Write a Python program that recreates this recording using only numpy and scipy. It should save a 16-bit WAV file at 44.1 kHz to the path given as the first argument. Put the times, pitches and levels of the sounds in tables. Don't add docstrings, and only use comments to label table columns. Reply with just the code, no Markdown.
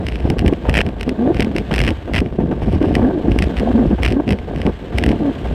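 import sys
import numpy as np
from scipy import signal
from scipy.fft import rfft, irfft
from scipy.io import wavfile
from scipy.ndimage import uniform_filter1d

SR = 44100
rng = np.random.default_rng(int(sys.argv[2]) if len(sys.argv) > 2 else 0)


def inscribe(sig):
    pcm = np.round(np.clip(np.atleast_2d(sig).T, -1, 1) * 32767)
    wavfile.write(sys.argv[1], SR, pcm.astype(np.int16))


N = 244314
TIME = np.arange(N) / SR

# start_s, length_s, large_eddies_db, small_eddies_db
GUST_EVENTS = [(0.275, 0.066, -12.5, -28.5), (0.417, 0.092, -14.5, -25.5), (0.507, 0.038, -14.5, -32),
               (0.678, 0.046, -20, -38), (0.766, 0.038, -16, -28.5), (0.856, 0.04, -17, -26),
               (1.066, 0.06, -16.5, -41), (1.193, 0.14, -14, -27), (1.389, 0.126, -16.5, -36),
               (1.535, 0.049, -18, -26.5), (1.572, 0.044, -17.5, -39), (1.712, 0.032, -15, -31),
               (1.854, 0.061, -16.5, -37), (2.211, 0.063, -16, -38), (2.389, 0.072, -11, -30.5),
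               (2.487, 0.048, -13.5, -28), (2.664, 0.034, -14, -29), (2.714, 0.068, -15, -28),
               (2.806, 0.079, -12.5, -29), (2.887, 0.061, -15, -23.5), (2.959, 0.16, -14, -21),
               (3.137, 0.076, -16.5, -36), (3.245, 0.082, -12.5, -31), (3.334, 0.068, -18, -33),
               (3.404, 0.03, -12.5, -31), (3.597, 0.12, -16, -21.5), (3.734, 0.14, -11, -26),
               (3.891, 0.066, -15.5, -36), (4.11, 0.11, -15.5, -28), (4.268, 0.083, -13, -26.5),
               (4.655, 0.042, -10.5, -20), (5.047, 0.116, -13, -25.5), (5.188, 0.048, -15.5, -33),
               (5.25, 0.067, -15.5, -29.5)]
# time_s, level_db
STREAM_LEVEL = [(0.0, -18), (0.1, -29), (0.4, -20), (1.0, -27.5), (1.35, -20.5), (1.68, -28), (1.75, -20.5),
                (2.15, -23), (2.3, -25), (2.6, -23.5), (3.0, -25), (3.5, -19.5), (4.05, -21), (4.5, -22),
                (4.85, -27.5), (5.05, -17.5), (5.25, -31.5), (5.54, -21.5)]
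# start_s, length_s, dip_db
STREAM_DIPS = [(0.18, 0.075, -2), (0.555, 0.07, 4.5), (0.921, 0.041, 0), (1.939, 0.12, 12),
               (2.273, 0.013, 1), (3.57, 0.015, 7), (3.881, 0.012, 4), (3.959, 0.015, 20),
               (4.225, 0.038, 2.5), (4.369, 0.099, 8), (4.73, 0.061, 10), (4.88, 0.037, 4.5),
               (5.33, 0.05, -1.5)]
# start_s, length_s, first_hz, middle_hz, last_hz, level_db, swell_db (first to last)
VORTEX_HOOTS = [(1.07, 0.078, 246, 261, 272, -24.5, -18), (1.174, 0.15, 227.7, 244.6, 385, -14.5, 5),
                (1.42, 0.089, 203, 208.6, 210, -19.5, 3), (1.885, 0.047, 254, 322, 340, -21.5, 3),
                (2.81, 0.051, 309, 307, 330, -16, 8), (3.012, 0.0904, 211.6, 255, 313, -14, 6),
                (3.098, 0.1, 371.5, 365, 248, -20.5, 7), (3.61, 0.11, 198, 220.6, 275, -18.5, 14),
                (3.746, 0.1, 219, 252, 211, -11, -5.5), (3.905, 0.04, 194, 201, 187, -12.5, 3),
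                (4.134, 0.08, 240, 277.6, 322, -16.5, 10.5), (4.29, 0.045, 190, 200, 200, -14, -4),
                (5.193, 0.1152, 348.6, 280.2, 264.3, -17.5, 9.5)]
# time_s, peak_db, centre_hz
EDDY_SLAPS = [(0.253, -1, 252), (0.306, 0.5, 263), (0.446, -0.5, 248), (0.527, 2, 280), (0.689, -1, 312),
              (0.793, -4, 423), (1.276, 1.5, 270), (1.396, 0.5, 295), (2.219, -1, 255), (2.681, -2, 217),
              (2.815, 1, 280), (2.849, -1, 303.5), (2.968, -0.5, 283.6), (2.995, -6, 280),
              (3.283, -1.5, 265), (3.362, -3, 243), (3.911, 0, 332), (4.116, -4, 290), (4.661, -5.5, 258.2),
              (5.079, -0.5, 278.5), (5.107, -0.5, 260)]
# time_s, peak_db
GUST_FRONTS = [(0.253, -21), (0.652, -13.5), (0.686, -12), (1.395, -15.5), (1.708, -10.5), (2.075, -17.5),
               (2.397, -17.5), (2.512, -13), (2.618, -16.5), (3.248, -23), (3.909, -18), (3.983, -17),
               (4.384, -26), (4.481, -26), (4.922, -17.5), (5.446, -15.5)]
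# frequency_hz, density_db (per Hz)
FRONT_COLOUR = [(200, -7.5), (450, 5.5), (750, 0.5), (1100, -12), (1330, -10.5), (1700, -15), (3000, -19.5),
                (4500, -37.5), (15000, -53)]
# frequency_hz, density_db (per Hz)
BIG_EDDY_COLOUR = [(40, -16), (90, -3), (130, -6), (230, 1.5), (330, -5), (450, -11), (650, -23),
                   (1000, -39), (2000, -70.5), (5000, -100)]
# frequency_hz, density_db (per Hz)
SMALL_EDDY_COLOUR = [(150, -9), (350, 8.5), (500, 4.5), (750, -2.5), (900, -13), (1100, -11.5), (1330, -25),
                     (1600, -15), (2000, -25.5), (3000, -40), (5000, -51), (15000, -58.5)]
# start_s, length_s, swing_db, light_rattle_db
SNOW_BUMPS = [(0.03, 0.21, -20, -47), (0.234, 0.099, -18, -58), (0.383, 0.032, -17, -28),
              (0.46, 0.031, -15.5, -28.5), (0.68, 0.055, -13, -39), (0.744, 0.07, -16.5, -15.5),
              (0.988, 0.085, -22, -61), (1.351, 0.066, -16.5, -37), (1.554, 0.06, -19, -39),
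              (1.705, 0.21, -17, -27.5), (2.128, 0.064, -15, -17.5), (2.208, 0.41, -25.5, -61),
              (2.624, 0.14, -16, -42.5), (2.81, 0.22, -18, -44), (3.29, 0.067, -15, -50),
              (3.385, 0.077, -15, -35.5), (3.57, 0.018, -15, -28), (3.631, 0.19, -22.5, -63),
              (3.86, 0.16, -18.5, -53), (4.023, 0.1, -14.5, -25.5), (4.283, 0.05, -18.5, -19),
              (4.547, 0.16, -21, -44), (4.953, 0.16, -16.5, -39.5), (5.456, 0.16, -16, -54)]
# frequency_hz, density_db (per Hz)
MOUNT_COLOUR = [(15, -30), (30, -24), (42, -20), (55, -2.5), (68, -4), (85, -3.5), (110, -13.5), (160, -13),
                (400, -82), (1500, -140)]
# time_s, level_db, hardness_db (of the crack)
HARD_KNOCKS = [(0.0674, -22.5, -1), (0.0861, -21, -2), (0.1229, -25, -11), (0.1572, -25.5, -7),
               (0.3018, -19, 1.5), (0.3924, -18.5, -0.5), (0.4795, -16.5, 0), (0.536, -28, -6),
               (0.6953, -15.5, -2), (0.7414, -15.5, -3.5), (0.7528, -13.5, -11), (0.7599, -16.5, -5),
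               (0.7704, -10.5, -7.5), (0.7889, -10.5, -11), (0.8066, -9, -23), (0.8652, -26, -4.5),
               (0.8895, -28.5, -4), (1.011, -21, -0.5), (1.031, -24, 0), (1.0931, -20, -1),
               (1.3457, -28, -4), (1.3713, -28, -7), (1.398, -17.5, -8), (1.406, -15.5, 1.5),
               (1.4219, -18, -10), (1.4261, -19, -2), (1.4469, -25.5, -2), (1.5642, -17.5, -2),
               (1.5838, -18.5, -1.5), (1.74, -15.5, 0), (1.7618, -19.5, 2.5), (1.791, -16.5, 1),
               (1.8031, -12.5, -9), (1.816, -18, -1), (1.8383, -19, -2), (1.8492, -22.5, -2),
               (1.867, -21, -3), (1.8772, -15, -7), (1.881, -16, -8), (1.9057, -23, -3),
               (2.1366, -19.5, -1.5), (2.1524, -19.5, 0), (2.162, -14.5, -6), (2.166, -18, -15),
               (2.169, -17.5, -5), (2.181, -15.5, -3), (2.184, -16.5, -23), (2.189, -17.5, -4),
               (2.204, -24, 0), (2.2612, -31.5, -14), (2.7283, -30.5, -3), (2.953, -14.5, -0.5),
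               (2.9638, -27, -4), (3.3184, -25.5, -7), (3.3886, -15, 0), (3.4235, -15, -1),
               (3.4406, -25, -1), (3.598, -24, -1), (4.033, -14, -0.5), (4.048, -15, -11),
               (4.0521, -16.5, -2), (4.0623, -13.5, -6), (4.0849, -24, -2), (4.1238, -23, -2),
               (4.279, -24, -8), (4.2914, -21.5, -2), (4.3067, -17, -4.5), (4.324, -22.5, -2),
               (4.388, -30, -11), (4.5612, -28, -5), (4.6171, -23.5, -3.5), (4.6658, -21, -8),
               (4.9845, -13, -0.5), (5.0382, -13, -3), (5.063, -17.5, -1), (5.091, -22, -4),
               (5.1164, -24.5, -6.5)]
# frequency_hz, density_db (per Hz)
CASE_COLOUR = [(200, 2), (700, 0), (1150, -8), (1600, -4), (1950, 1.5), (2900, 1.5), (3600, -10.5),
               (4300, -13), (5300, -9.5), (6700, -27), (8500, -19.5), (10000, -26), (12000, -31.5),
               (15000, -33)]
# time_s, level_db
SLIDE_LEVEL = [(0.0, -47), (0.49, -47), (0.63, -44.5), (0.95, -50), (1.45, -44.5), (1.93, -43.5),
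               (2.24, -51), (2.6, -50), (2.82, -45.5), (3.1, -46.5), (3.33, -46.5), (3.55, -40),
               (4.18, -48.5), (4.91, -45.5), (5.11, -41.5), (5.54, -43)]
# frequency_hz, density_db (per Hz)
SNOW_COLOUR = [(100, -8.5), (600, 6), (1250, -1.5), (1700, 1), (2400, -2), (3200, -1), (4200, -10),
               (5300, -19), (6700, -22), (8400, -22), (9800, -34.5), (12000, -27.5), (15000, -40.5)]
# centre_hz, width_hz, lift_db
SHELL_BANDS = [(712, 67, 4.5), (892, 42, 8.5), (1170, 130, 4.5), (1570, 190, 4)]

GUST_RISE_S, GUST_FALL_S, DIP_EDGE_S, FRONT_RISE_S = 0.005, 0.0038, 0.0077, 0.0015
BUMP_RISE_S, BUMP_FALL_S = 0.014, 0.029
CRUISE_SWING_DB = -29
SPRING_HZ = 57
REST_S = 0.005
EDGE_HZ = 15400


def gain_of(db):
    return 10 ** (np.asarray(db) / 20)


def curve(rows, at=TIME):
    s, *columns = np.transpose(rows)
    return [np.interp(at, s, c) for c in columns]


def read(points, hz):
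    f, db = np.transpose(points)
    return np.interp(np.log(hz + 1), np.log(f), db)


def coloured(x, points):
    hz = np.fft.rfftfreq(N, 1 / SR)
    y = irfft(rfft(x) * gain_of(read(points, hz)), N)
    return y / y.std()


def strength(x, size):
    power = uniform_filter1d(uniform_filter1d(x ** 2, size), size)
    return np.sqrt(np.abs(power))


def steadied(x, size):
    power = uniform_filter1d(uniform_filter1d(x ** 2, size), size)
    return x / np.sqrt(power + 1e-9)


def flutter(rate_hz):
    hz = np.fft.rfftfreq(N, 1 / SR)
    y = irfft(rfft(rng.standard_normal(N)) / (1 + (hz / rate_hz) ** 4), N)
    return y / y.std()


def add(mix, s, sound):
    part = mix[max(round(s * SR), 0):][:len(sound)]
    part += sound[:len(part)]


def swells(spans, rise_s, fall_s):
    out = np.zeros(N)
    for s, length, db in spans:
        outside = np.maximum((s - TIME) / rise_s, (TIME - s - length) / fall_s)
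        out = np.maximum(out, gain_of(db) * np.exp(-np.clip(outside, 0, 30)))
    return out


def air(stream_db=0, stream_small_db=-6, gust_db=0, gust_small_db=2):
    stream, gusts = curve(STREAM_LEVEL)[0], np.array(GUST_EVENTS)
    for s, length, dip_db in STREAM_DIPS:
        stream = stream - dip_db * swells([(s, length, 0)], DIP_EDGE_S, DIP_EDGE_S)
    large = gain_of(gust_db) * swells(gusts[:, :3], GUST_RISE_S, GUST_FALL_S)
    small = gain_of(gust_small_db) * swells(gusts[:, [0, 1, 3]], GUST_RISE_S, GUST_FALL_S)
    wind = np.maximum(large, gain_of(stream + stream_db))
    flurry = np.maximum(small, gain_of(stream + stream_small_db))
    return wind, flurry


def spare(wind, ordered, least_power_share=0.21):
    left = 1 - (strength(ordered, size=1800) / wind) ** 2
    return wind * np.sqrt(np.clip(left, least_power_share, 1))


def buffet(wind, flurry, big_db=-3.0, small_db=-2, lumps_db=3.0, fine_lumps_db=5.0, grit_db=3.0):
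    lumps = flutter(79)
    big = coloured(rng.standard_normal(N), BIG_EDDY_COLOUR)
    big = steadied(big * gain_of(lumps_db * lumps), size=1300)
    bursts = rng.standard_normal(N) * gain_of(fine_lumps_db * lumps + grit_db * flutter(300))
    small = steadied(coloured(bursts, SMALL_EDDY_COLOUR), size=1300)
    return gain_of(big_db) * wind * big + gain_of(small_db) * flurry * small


def slaps(wind, level_db=-3, cycles=0.9, front=0.3, wake_db=-17, wake_s=0.0075,
          light_db=3, light_spread_db=1.0, light_hz=330, light_octaves=0.18, count=150):
    out, wake = np.zeros(N), np.zeros(N)
    t = np.arange(-400, 1600) / SR
    at = (np.arange(count) + rng.random(count)) * TIME[-1] / count
    size, pitch = rng.standard_normal((count, 2)).T
    peak_db = 20 * np.log10(np.interp(at, TIME, wind)) + light_db + light_spread_db * size
    light = zip(at, peak_db, light_hz * 2 ** (light_octaves * pitch))
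    eddies = [*light, *EDDY_SLAPS]
    width = cycles * np.where(t < 0, front, 1)
    wake_shape = np.exp(-np.abs(t) / np.where(t < 0, wake_s / 10, wake_s))
    for (s, db, hz), skew in zip(eddies, rng.normal(0, 0.38, len(eddies))):
        dip = -np.cos(2 * np.pi * hz * t + skew) * np.exp(-np.abs(t * hz / width) ** 1.5)
        add(out, s + t[0], gain_of(db + level_db) * dip)
        add(wake, s + t[0], gain_of(db + wake_db) * wake_shape)
    return out + wake * coloured(rng.standard_normal(N), SMALL_EDDY_COLOUR)


def hoots(level_db=-1, waver=0.034, shimmer_db=1.85, second_db=-15, third_db=-19,
          ragged=0.75, dull_hz=720, edge_share=0.25):
    out = np.zeros(N)
    drift, shimmer = 1 + waver * flutter(53), shimmer_db * flutter(50)
    slip = ragged * flutter(140)
    for s, length, first_hz, middle_hz, last_hz, db, swell_db in VORTEX_HOOTS:
        on = (TIME >= s) & (TIME <= s + length)
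        along = (TIME[on] - s) / length - 0.5
        hz = np.interp(along, [-0.5, 0, 0.5], [first_hz, middle_hz, last_hz])
        phase = 2 * np.pi * np.cumsum(hz * drift[on]) / SR
        tone = np.cos(phase)
        for k, overtone_db in enumerate([second_db, third_db], 2):
            overtone = gain_of(overtone_db) * np.cos(k * phase + (k - 1) * slip[on])
            tone = tone - overtone / np.hypot(1, (k * hz / dull_hz) ** 6)
        loudness = gain_of(db + swell_db * along + level_db + shimmer[on])
        out[on] += np.sqrt(2) * tone * loudness * signal.windows.tukey(on.sum(), edge_share)
    return out


def gust_fronts(level_db=-7, grit_db=3, decay_s=0.017):
    envelope, t = np.zeros(N), np.arange(SR // 5) / SR
    puff = np.minimum(t / FRONT_RISE_S, 1) * np.exp(-t / decay_s)
    for s, db in GUST_FRONTS:
        add(envelope, s, gain_of(db + level_db) * puff)
    grit = rng.standard_normal(N) * gain_of(grit_db * flutter(270))
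    return envelope * coloured(grit, FRONT_COLOUR)


def mount(wander=0.0997):
    reach = swells(np.array(SNOW_BUMPS)[:, :3], BUMP_RISE_S, BUMP_FALL_S)
    reach = np.maximum(reach, gain_of(CRUISE_SWING_DB))
    turns = np.cumsum(SPRING_HZ * (1 + wander * flutter(22.6))) / SR
    return reach, turns


def sway(reach, turns, level_db=-1.5, jolts_db=3, surge_db=3.0):
    swing = np.sqrt(2) * np.sin(2 * np.pi * turns)
    jolts = gain_of(jolts_db) * coloured(rng.standard_normal(N), MOUNT_COLOUR)
    surge = gain_of(level_db + surge_db * flutter(23))
    return reach * surge * steadied(swing + jolts, size=1300)


def knock(hardness_db, weight, vary_db=0.4, tail_db=-27, tail_t60_s=0.019, bounce_s=0.001261, bounce=0.97,
          wall_hz=1880, wall_width_hz=500, wall_db=4, size=2048):
    hz = np.fft.rfftfreq(size, 1 / SR)
    ripple = np.interp(hz, np.linspace(0, SR / 2, 50), rng.standard_normal(50))
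    wall = weight * wall_db / (1 + (2 * (hz - wall_hz) / wall_width_hz) ** 2)
    crack = hardness_db * np.interp(hz, [3000, 4800], [0, 1])
    db = read(CASE_COLOUR, hz) + wall + vary_db * ripple + crack
    log_gain = np.log(gain_of(np.r_[db, db[-2:0:-1]]))
    ring = np.fft.ifft(np.exp(signal.hilbert(log_gain).conj())).real
    buzz_db = tail_db - 60 * np.arange(size) / SR / tail_t60_s
    contact = rng.standard_normal(size) * gain_of(buzz_db)
    contact[0] = 1
    contact[int(bounce_s * SR * rng.uniform(0.5, 1.5))] += bounce * weight
    y = signal.fftconvolve(ring, contact)[:size]
    return y / np.sqrt(np.mean(y[:110] ** 2))


def rattle(turns, level_db=1, hard_db=2, light_db=-1, light_spread_db=6.5,
           light_hard_db=-6, light_hard_spread_db=3.0, scatter_s=0.0015):
    blows, hard_s = list(HARD_KNOCKS), np.array(HARD_KNOCKS)[:, 0]
    stops = TIME[1:][np.diff(np.floor(2 * turns)) > 0]
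    for s, (late, force, edge) in zip(stops, rng.standard_normal((len(stops), 3))):
        for start, length, _, db in SNOW_BUMPS:
            if start <= s < start + length and np.abs(hard_s - s).min() > REST_S:
                light_level_db = db + light_db + light_spread_db * force
                light_hardness_db = light_hard_db + light_hard_spread_db * edge
                blows.append((s + scatter_s * late, light_level_db, light_hardness_db))
    out = np.zeros(N)
    for s, db, hardness_db in blows:
        weight = np.interp(db, [-22, -11], [0.2, 1])
        blow = knock(hardness_db + hard_db, weight)
        add(out, s, rng.choice([-1, 1]) * gain_of(db + level_db) * blow)
    return out


def chatter(knocks, reach, per_s=700, spread_db=6.5, rattle_share_db=-16, swing_share_db=-30):
    size_db = spread_db * np.minimum(rng.exponential(1, N), 3)
    ticks = (rng.random(N) < per_s / SR) * gain_of(size_db) * rng.choice([-1, 1], N)
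    rattle_level = strength(knocks, size=700)
    level = gain_of(rattle_share_db) * rattle_level + gain_of(swing_share_db) * reach
    return coloured(ticks, CASE_COLOUR) * level


def slide(level_db=3, rough_db=2.0, grains_per_s=260, grain_db=9, grain_spread_db=4):
    size_db = grain_db + grain_spread_db * np.minimum(rng.exponential(1, N), 4)
    crumbs = (rng.random(N) < grains_per_s / SR) * gain_of(size_db) * rng.choice([-1, 1], N)
    shear = rng.standard_normal(N) * gain_of(rough_db * flutter(84))
    return gain_of(curve(SLIDE_LEVEL)[0] + level_db) * coloured(shear + crumbs, SNOW_COLOUR)


def shell(x):
    hz = np.fft.rfftfreq(N, 1 / SR)
    lift_db = sum(db / (1 + (2 * (hz - f) / width) ** 2) for f, width, db in SHELL_BANDS)
    return irfft(rfft(x) * gain_of(lift_db), N)


def scene(hoot_fray_db=-8.5):
    wind, flurry = air()
    reach, turns = mount()
    hoot = hoots()
    ordered = hoot + slaps(spare(wind, hoot))
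    flurry = np.hypot(flurry, gain_of(hoot_fray_db) * strength(hoot, size=400))
    turbulence = buffet(spare(wind, ordered), flurry)
    rush = shell(turbulence + slide() + gust_fronts())
    knocks = rattle(turns)
    mix = ordered + rush + sway(reach, turns) + knocks + chatter(knocks, reach)
    return mix[None]


def record(dry):
    rounded = dry / (1 + np.abs(dry / 0.84) ** 8) ** (1 / 8)
    lowpass = signal.firwin(511, EDGE_HZ, window=("kaiser", 9), fs=SR)
    return signal.oaconvolve(rounded, lowpass[None], "same")


dry = scene()
out = record(dry)
inscribe(out)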